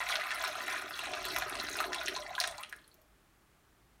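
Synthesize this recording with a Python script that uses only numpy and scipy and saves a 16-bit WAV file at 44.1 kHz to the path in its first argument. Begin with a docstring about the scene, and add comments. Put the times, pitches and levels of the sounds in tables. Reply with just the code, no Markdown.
"""Water trickles and burbles, breaks into separate plops and ends in a few drips in a quiet room.
A thin stream spills from a full pan into a small bowl of water standing in a sink.
It drags in short-lived air bubbles of all sizes, each ringing at its own pitch, and throws fine spray.
Bowl, sink and kitchen ring with them."""
import sys
import numpy as np
from scipy import signal
from scipy.fft import rfft, irfft
from scipy.io import wavfile
from scipy.ndimage import uniform_filter1d

SR = 44100
rng = np.random.default_rng(int(sys.argv[2]) if len(sys.argv) > 2 else 0)


def inscribe(sig):
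    """Save sig as 16-bit PCM at rate SR to the path in sys.argv[1].

    A 1-D sig is mono; a 2-D sig holds one channel per row.
    Samples are clipped to [-1, 1] before scaling.
    """
    pcm = np.round(np.clip(np.atleast_2d(sig).T, -1, 1) * 32767)
    wavfile.write(sys.argv[1], SR, pcm.astype(np.int16))


N = 176400


def amp(db):
    """Decibels to gain."""
    return 10 ** (np.asarray(db) / 20)


def at_hz(rows, hz):
    """Interpolate (hz, value) rows on a log-frequency axis."""
    row_hz, value = np.transpose(rows)
    return np.interp(np.log(hz + 1), np.log(row_hz + 1), value)


def curve(rows, column):
    """One column of a time table, per sample."""
    rows = np.array(rows)
    return np.interp(np.arange(N) / SR, rows[:, 0], rows[:, column])


def add(mix, start_s, sound):
    """Mix a sound in at start_s."""
    part = mix[max(round(start_s * SR), 0):][:len(sound)]
    part += sound[:len(part)]


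def noise(gain):
    """Noise shaped by gain(hz); rms 1."""
    x = irfft(rfft(rng.standard_normal(N)) * gain(np.fft.rfftfreq(N, 1 / SR)), N)
    return x / np.sqrt(np.mean(x ** 2) + 1e-20)


def room_hush(level_db=-68):
    """Steady room noise, strongest in the bass."""
    # noise spectrum: freq_hz, density_db
    spectrum = [(15, -35), (25, -4.5), (59, -9.5), (164, -11.5), (233, -13), (340, -10.5), (537, -18.5),
                (648, -15.5), (997, -17), (1140, -15), (5010, -28.5), (9810, -29.5), (15500, -32)]
    return amp(level_db) * noise(lambda hz: amp(at_hz(spectrum, hz)))


def rumble(centre_hz=51.2, width_hz=3.6, skirt_db=-11.5, trim_db=2.5):
    """Low rumble that comes and goes: a narrow noise peak with a skirt above it."""
    # rumble envelope: time_s, level_db
    levels = [(0.0, -72), (0.13, -67), (0.28, -77), (0.46, -68.5), (0.9, -70.5), (1.31, -60), (2.38, -69),
              (2.52, -63), (2.63, -77.5), (3.79, -76), (3.82, -71), (4.0, -79)]

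    def gain(hz):
        peak = np.exp(-.5 * ((hz - centre_hz) / width_hz) ** 2)
        skirt = amp(skirt_db) * (hz > centre_hz) / (1 + (hz / 190) ** 4)
        return peak + skirt

    return amp(curve(levels, 1) + trim_db) * noise(gain)


def diffuse_response(sink_t60_s=0.018, sink_db=-5.5, room_db=-10, size=16384):
    """Impulse response: quick flutter inside the sink, then the kitchen's tail."""
    # kitchen reverberation: freq_hz, t60_s
    room_t60 = [(300, 0.66), (1200, 0.36), (3000, 0.25), (8000, 0.32), (15000, 0.086)]
    t = np.arange(size) / SR
    flutter = rng.standard_normal(size) * amp(-60 * t / sink_t60_s)
    flutter *= np.clip(t / 0.0014 - .5, 0, 1)
    hz, frame_s, spectra = signal.stft(rng.standard_normal(size), SR, nperseg=256)
    decay = amp(-60 * frame_s / at_hz(room_t60, hz)[:, None])
    tail = signal.istft(spectra * decay, SR)[1][:size] * np.minimum(t / 0.015, 1)
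    return amp(sink_db) * flutter / np.linalg.norm(flutter) + amp(room_db) * tail / np.linalg.norm(tail)


def echoes(x, wander_hz=3.1, spots=6):
    """Direct sound, near walls, and diffuse echoes that change as the splash wanders about the bowl."""
    # reflections off sink walls and pan: delay_s, gain
    walls = [(.0011, 0.4), (.0026, 0.51), (.0034, -0.31), (.0063, -0.47), (.0082, -0.085), (0.0133, 0.38)]
    out = x.copy()
    dulled = np.convolve(x, np.array([1, 4, 1]) / 6, "same")
    for delay_s, gain in walls:
        add(out, delay_s, gain * dulled)
    place = np.arange(N) / SR * wander_hz * spots
    for spot in range(spots):  # crossfade round a loop, one response per spot
        distance = abs((place - spot + spots / 2) % spots - spots / 2)
        weight = np.cos(np.pi / 2 * np.minimum(distance, 1))
        out += signal.oaconvolve(x * weight, diffuse_response())[:N]
    return out


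def sink_ring(x, size=8192):
    """Bowl and sink ring at their resonances: a minimum-phase filter."""
    # peaks and dips of bowl and sink: centre_hz, width_hz, gain_db
    resonances = [(296.4,19,6), (374,32,3), (420,12.3,1), (506,41,2.5), (607.5,48,16), (711,8.7,5.5),
                  (778,24,1.5), (890,54,-5.5), (1010.7,26,9), (1126,98,-3), (1233,33,2), (1263.6,30,7),
                  (1290,30,4), (1418,32,8.5), (1517,40,-5), (1645,25,1), (1623,48,-8), (1944,67,-7),
                  (2140,15,7.5), (2280,26,-0.5), (2660,12,3.5), (3160,190,-3.5), (3288,80,6.5),
                  (4010,290,6), (4770,390,-4), (5300,90,-1.5), (7400,820,-3), (9600,530,3)]
    hz = abs(np.fft.fftfreq(size, 1 / SR))
    gain_db = sum(db / (1 + (2 * (hz - centre_hz) / width_hz) ** 2)
                  for centre_hz, width_hz, db in resonances)
    log_spectrum = np.conj(signal.hilbert(np.log(amp(gain_db))))
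    response = np.fft.ifft(np.exp(log_spectrum)).real
    return signal.oaconvolve(x, response[:size // 2])[:N]


def bubble(pitch_hz, decay_cycles, onset_cycles=0.18, rise_per_cycle=0.0049):
    """Trapped air rings briefly, rising in pitch as it nears the surface; peak 1."""
    size = int(np.log(1000) * decay_cycles * SR / pitch_hz) + 2  # to -60 dB
    age_cycles = np.arange(size) * pitch_hz / SR
    envelope = (1 - np.exp(-age_cycles / onset_cycles)) ** 2 * np.exp(-age_cycles / decay_cycles)
    volume = envelope * np.sin(2 * np.pi * age_cycles * (1 + .5 * rise_per_cycle * age_cycles))
    pressure = np.diff(volume, prepend=0)
    return pressure / abs(pressure).max()


def splash(band_hz, decay_s, size=256):
    """Impact on the surface: a very short noise burst; peak 1."""
    burst = rng.standard_normal(size) * np.exp(-np.arange(size) / SR / decay_s)
    burst = signal.lfilter(*signal.butter(2, band_hz, "band", fs=SR), burst)
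    return burst / abs(burst).max()


def swarm(low_hz, high_hz, rate_per_s, decay_cycles, spread_db, pitches=24):
    """Bubbles of one size class at random times, fewer as the stream thins; rms held near 1."""
    rate_share = np.interp(np.arange(N) / SR, [0, 2.4], [1, .45])
    born = rng.random(N) < rate_per_s * rate_share / SR
    strength = born * amp(spread_db * np.clip(rng.standard_normal(N), -2, 2))
    pitch_index = rng.integers(0, pitches, N)
    out = np.zeros(N)
    for k, hz in enumerate(np.geomspace(low_hz, high_hz, pitches)):
        out += signal.oaconvolve(strength * (pitch_index == k), bubble(hz, decay_cycles))[:N]
    power = uniform_filter1d(uniform_filter1d(out ** 2, size=3500), size=2500)
    return out / np.sqrt(abs(power) + 0.044 * power.mean())


def stream(gain_db=-5):
    """The falling stream stirs up bubbles in five size classes."""
    # bubbling level by size: time_s, gulps_db, large_db, medium_db, small_db, spray_db
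    flow = [(0,-59,-31.5,-30.5,-44,-44.5), (.05,-66,-50.5,-42,-47,-47.5), (.11,-67.5,-38.5,-34.5,-32,-39.5),
            (.19,-58,-47.5,-35.5,-45.5,-48), (.28,-66,-47.5,-36,-47.5,-46), (.45,-58,-44,-36.5,-37,-42),
            (.52,-58,-51,-40.5,-44.5,-48), (.65,-49.5,-45.5,-41.5,-43.5,-45), (.73,-53,-43,-33.5,-41,-43.5),
            (.86,-53,-54,-43.5,-50.5,-49), (.97,-64,-53,-42,-41,-46.5), (1.08,-48.5,-42.5,-38,-45.5,-47.5),
            (1.2,-55,-48,-40,-45,-50.5), (1.27,-47,-48,-40,-36.5,-42), (1.49,-51.5,-46,-39,-47,-52),
            (1.62,-46,-44,-39,-42,-44.5), (1.72,-50,-62,-41.5,-41,-48.5), (1.81,-50,-39,-38.5,-41,-41),
            (1.89,-41.5,-45.5,-59,-52,-52), (1.95,-63.5,-38,-43.5,-39.5,-57),
            (2.09,-46,-57.5,-42,-43.5,-50), (2.19,-54,-49,-46,-44,-51.5), (2.25,-64,-47,-51,-49,-54),
            (2.35,-70,-50.5,-46.5,-56,-54), (2.44,-61.5,-51,-47,-39,-45), (2.53,-68,-49.5,-48.5,-54,-52),
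            (2.61,-83,-63,-46.5,-66,-77), (2.69,-67.5,-83,-58,-59.5,-74), (2.85,-71,-78,-71,-68,-70),
            (3.1,-91,-95,-102,-95,-99)]
    # size classes, gulps to spray: low_hz, high_hz, rate_per_s, decay_cycles, spread_db, trim_db
    sizes = [(263, 402, 90, 1.6, 1.5, -3.5), (644.4, 1182, 220, 3.13, 1.5, -3),
             (1194, 2493, 450, 3, 3, -1.5), (2840, 6430, 400, 3.8, 3.5, -3.5),
             (6823, 14500, 320, 2.55, 5.5, -7)]
    out = np.zeros(N)
    for column, (*size_class, trim_db) in enumerate(sizes, start=1):
        out += swarm(*size_class) * amp(curve(flow, column) + trim_db)
    return amp(gain_db) * out


def glugs(decay_cycles=7.7):
    """Big air pockets pulled under as the stream breaks up."""
    # air pockets: start_s, level_db, pitch_hz
    pockets = [(2.163,-40,994), (2.188,-46,591), (2.278,-47.5,666), (2.308,-42.5,730), (2.379,-38.5,977),
               (2.408,-42.5,687), (2.472,-50.5,660), (2.502,-50,632), (2.583,-44,813), (2.598,-46,1027),
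               (2.615,-50,1184), (2.978,-68.5,600)]
    out = np.zeros(N)
    for start_s, level_db, pitch_hz in pockets:
        add(out, start_s, amp(level_db) * bubble(pitch_hz, decay_cycles))
    return out


def snaps(splash_trim_db=-2, ping_trim_db=1.5):
    """Droplets snap on the surface, each with a tiny bubble's ping."""
    # droplet impacts: start_s, level_db, pitch_hz, decay_cycles
    droplets = [(0.106, -36, 9100, 2.7), (0.346, -38, 11200, 2), (0.44, -32, 8100, 2.8),
                (0.6813, -37, 11950, 2.4), (1.2533, -31.5, 12600, 2.4), (1.3655, -27.5, 11500, 2),
                (1.3859, -24, 12500, 1.8), (1.496, -29, 9650, 2.9), (1.698, -35, 8100, 1.8),
                (1.7688, -30.5, 9200, 2.8), (1.7855, -59, 9300, 2), (1.8041, -29.5, 8300, 1.7),
                (1.8127, -44, 12600, 2), (1.947, -31.5, 9000, 2.4), (2.0336, -38, 13500, 2.3),
                (2.0839, -34, 9600, 1.4), (2.4017, -26, 8100, 2.5), (2.4103, -28, 9600, 1.7),
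                (2.4377, -41, 8300, 2), (2.475, -27.5, 8560, 2), (2.5158, -47, 9300, 1.8),
                (2.5725, -48, 13900, 2.5), (2.5811, -58, 9200, 1.8), (2.6, -51, 11400, 2),
                (2.609, -41, 12100, 2), (2.6203, -54, 15000, 2), (2.6302, -42, 9200, 9.8),
                (2.6963, -43, 12100, 2), (2.7253, -43, 9050, 2), (2.7634, -45, 10000, 1.7),
                (2.8784, -47, 10100, 5.6), (2.9427, -49.5, 13800, 2.3), (3.0173, -54, 13000, 2),
                (3.241, -75, 9700, 2)]
    out = np.zeros(N)
    for start_s, level_db, pitch_hz, decay_cycles in droplets:
        add(out, start_s, amp(level_db + splash_trim_db) * splash((4530, 15500), decay_s=0.00046))
        add(out, start_s, amp(level_db + ping_trim_db) * bubble(pitch_hz, decay_cycles))
    return out


def plops(bubble_trim_db=0.5, splash_trim_db=2.5):
    """Distinct plops: one ringing bubble and one splash each."""
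    # drops hitting the water: start_s, level_db, pitch_hz, decay_cycles, splash_db
    drops = [(0.014, -30, 2170, 3.8, -42), (0.0668, -27.0, 2130, 2.9, -33), (0.089, -24.5, 2220, 2, -27),
             (0.097, -26.5, 1670, 4.3, -28.5), (0.1255, -23.5, 2120, 4.7, -41),
             (0.156, -24, 1430, 1.4, -22.5), (0.1981, -28.5, 2100, 2.9, -40), (0.212, -28, 1740, 2.5, -40),
             (0.3071, -23.5, 1886, 1, -36), (0.3153, -28, 1680, 4, -29), (0.4398, -23.5, 1250, 2.1, -42),
             (0.4506, -30, 1100, 1.7, -47), (0.4587, -29, 2300, 3.4, -46),
             (0.5542, -31.5, 1290.0, 4.0, -51), (0.5815, -34.5, 674, 0.66, -36),
             (0.606, -29, 1840, 3.1, -42), (0.6813, -28, 1810, 2.6, -42), (0.7016, -27, 1670, 1.4, -30),
             (0.7335, -45, 2010.0, 2.3, -39), (0.7624, -30.5, 1760, 6.1, -52),
             (0.9086, -30.5, 1470, 3.3, -47), (0.992, -32.5, 2650, 3.6, -28),
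             (1.0577, -36, 1290, 1.9, -31.5), (1.1363, -31, 2450, 2.2, -28.5),
             (1.2522, -33, 1540, 2.4, -27), (1.363, -25, 1740, 1.66, -19.5),
             (1.384, -28.0, 1100.0, 0.79, -32), (1.422, -24.5, 1560, 2, -28.5),
             (1.554, -34, 1540, 2.5, -26), (1.5995, -24.5, 3930, 2.6, -25.5),
             (1.6866, -32.5, 1350, 1.3, -34.5), (1.7545, -30, 1390, 1.9, -50),
             (1.7887, -25, 2530, 1.8, -29.5), (1.8033, -20, 1290.0, 2, -31),
             (1.8415, -29, 1550, 2.2, -30.5), (1.921, -30, 1440, 2.7, -43), (1.9317, -26.5, 1690, 3.1, -28),
             (1.945, -27, 2700, 1.8, -31), (2.0136, -33, 1450, 2.3, -30), (2.06, -26, 5680, 3.2, -35),
             (2.0747, -26, 2550, 2.46, -33.5), (2.0823, -25, 1910, 2.4, -23.5),
             (2.1517, -33, 4100, 4.2, -38), (2.1636, -36, 860, 0.98, -25), (2.264, -33.5, 1780, 2.5, -44),
             (2.3519, -27, 3225, 1.6, -44), (2.3806, -26.0, 1557, 6.7, -39),
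             (2.4017, -13.5, 4560, 1.5, -47), (2.4124, -24, 1930, 1.4, -24), (2.4389, -28.5, 3430, 2, -22),
             (2.442, -21.5, 1620, 1.5, -38), (2.4752, -27, 3780, 0.99, -25),
             (2.5811, -32.5, 4140, 1.4, -36), (2.5872, -44, 940, 2.5, -53), (2.6345, -29, 2780, 1.5, -55),
             (2.693, -49, 6200, 2.0, -64), (2.7267, -29, 1660, 2.4, -44), (2.8425, -57, 4200, 7.3, -70),
             (2.9148, -56.5, 4190, 10, -72)]
    out = np.zeros(N)
    for start_s, level_db, pitch_hz, decay_cycles, splash_db in drops:
        add(out, start_s, amp(level_db + bubble_trim_db) * bubble(pitch_hz, decay_cycles))
        add(out, start_s, amp(splash_db + splash_trim_db) * splash((1100, 5100), decay_s=0.00029))
    return out


def scene():
    """Water in the sink over the quiet room; mono."""
    water = stream() + plops() + glugs() + snaps()
    return (echoes(sink_ring(water)) + rumble() + room_hush())[None]


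def record(dry):
    """Steep low-pass."""
    cutoff_hz = 15950
    taps = signal.firwin(401, cutoff_hz, window=("kaiser", 8), fs=SR)
    return signal.oaconvolve(dry, taps[None], "same")


dry = scene()
out = record(dry)
inscribe(out)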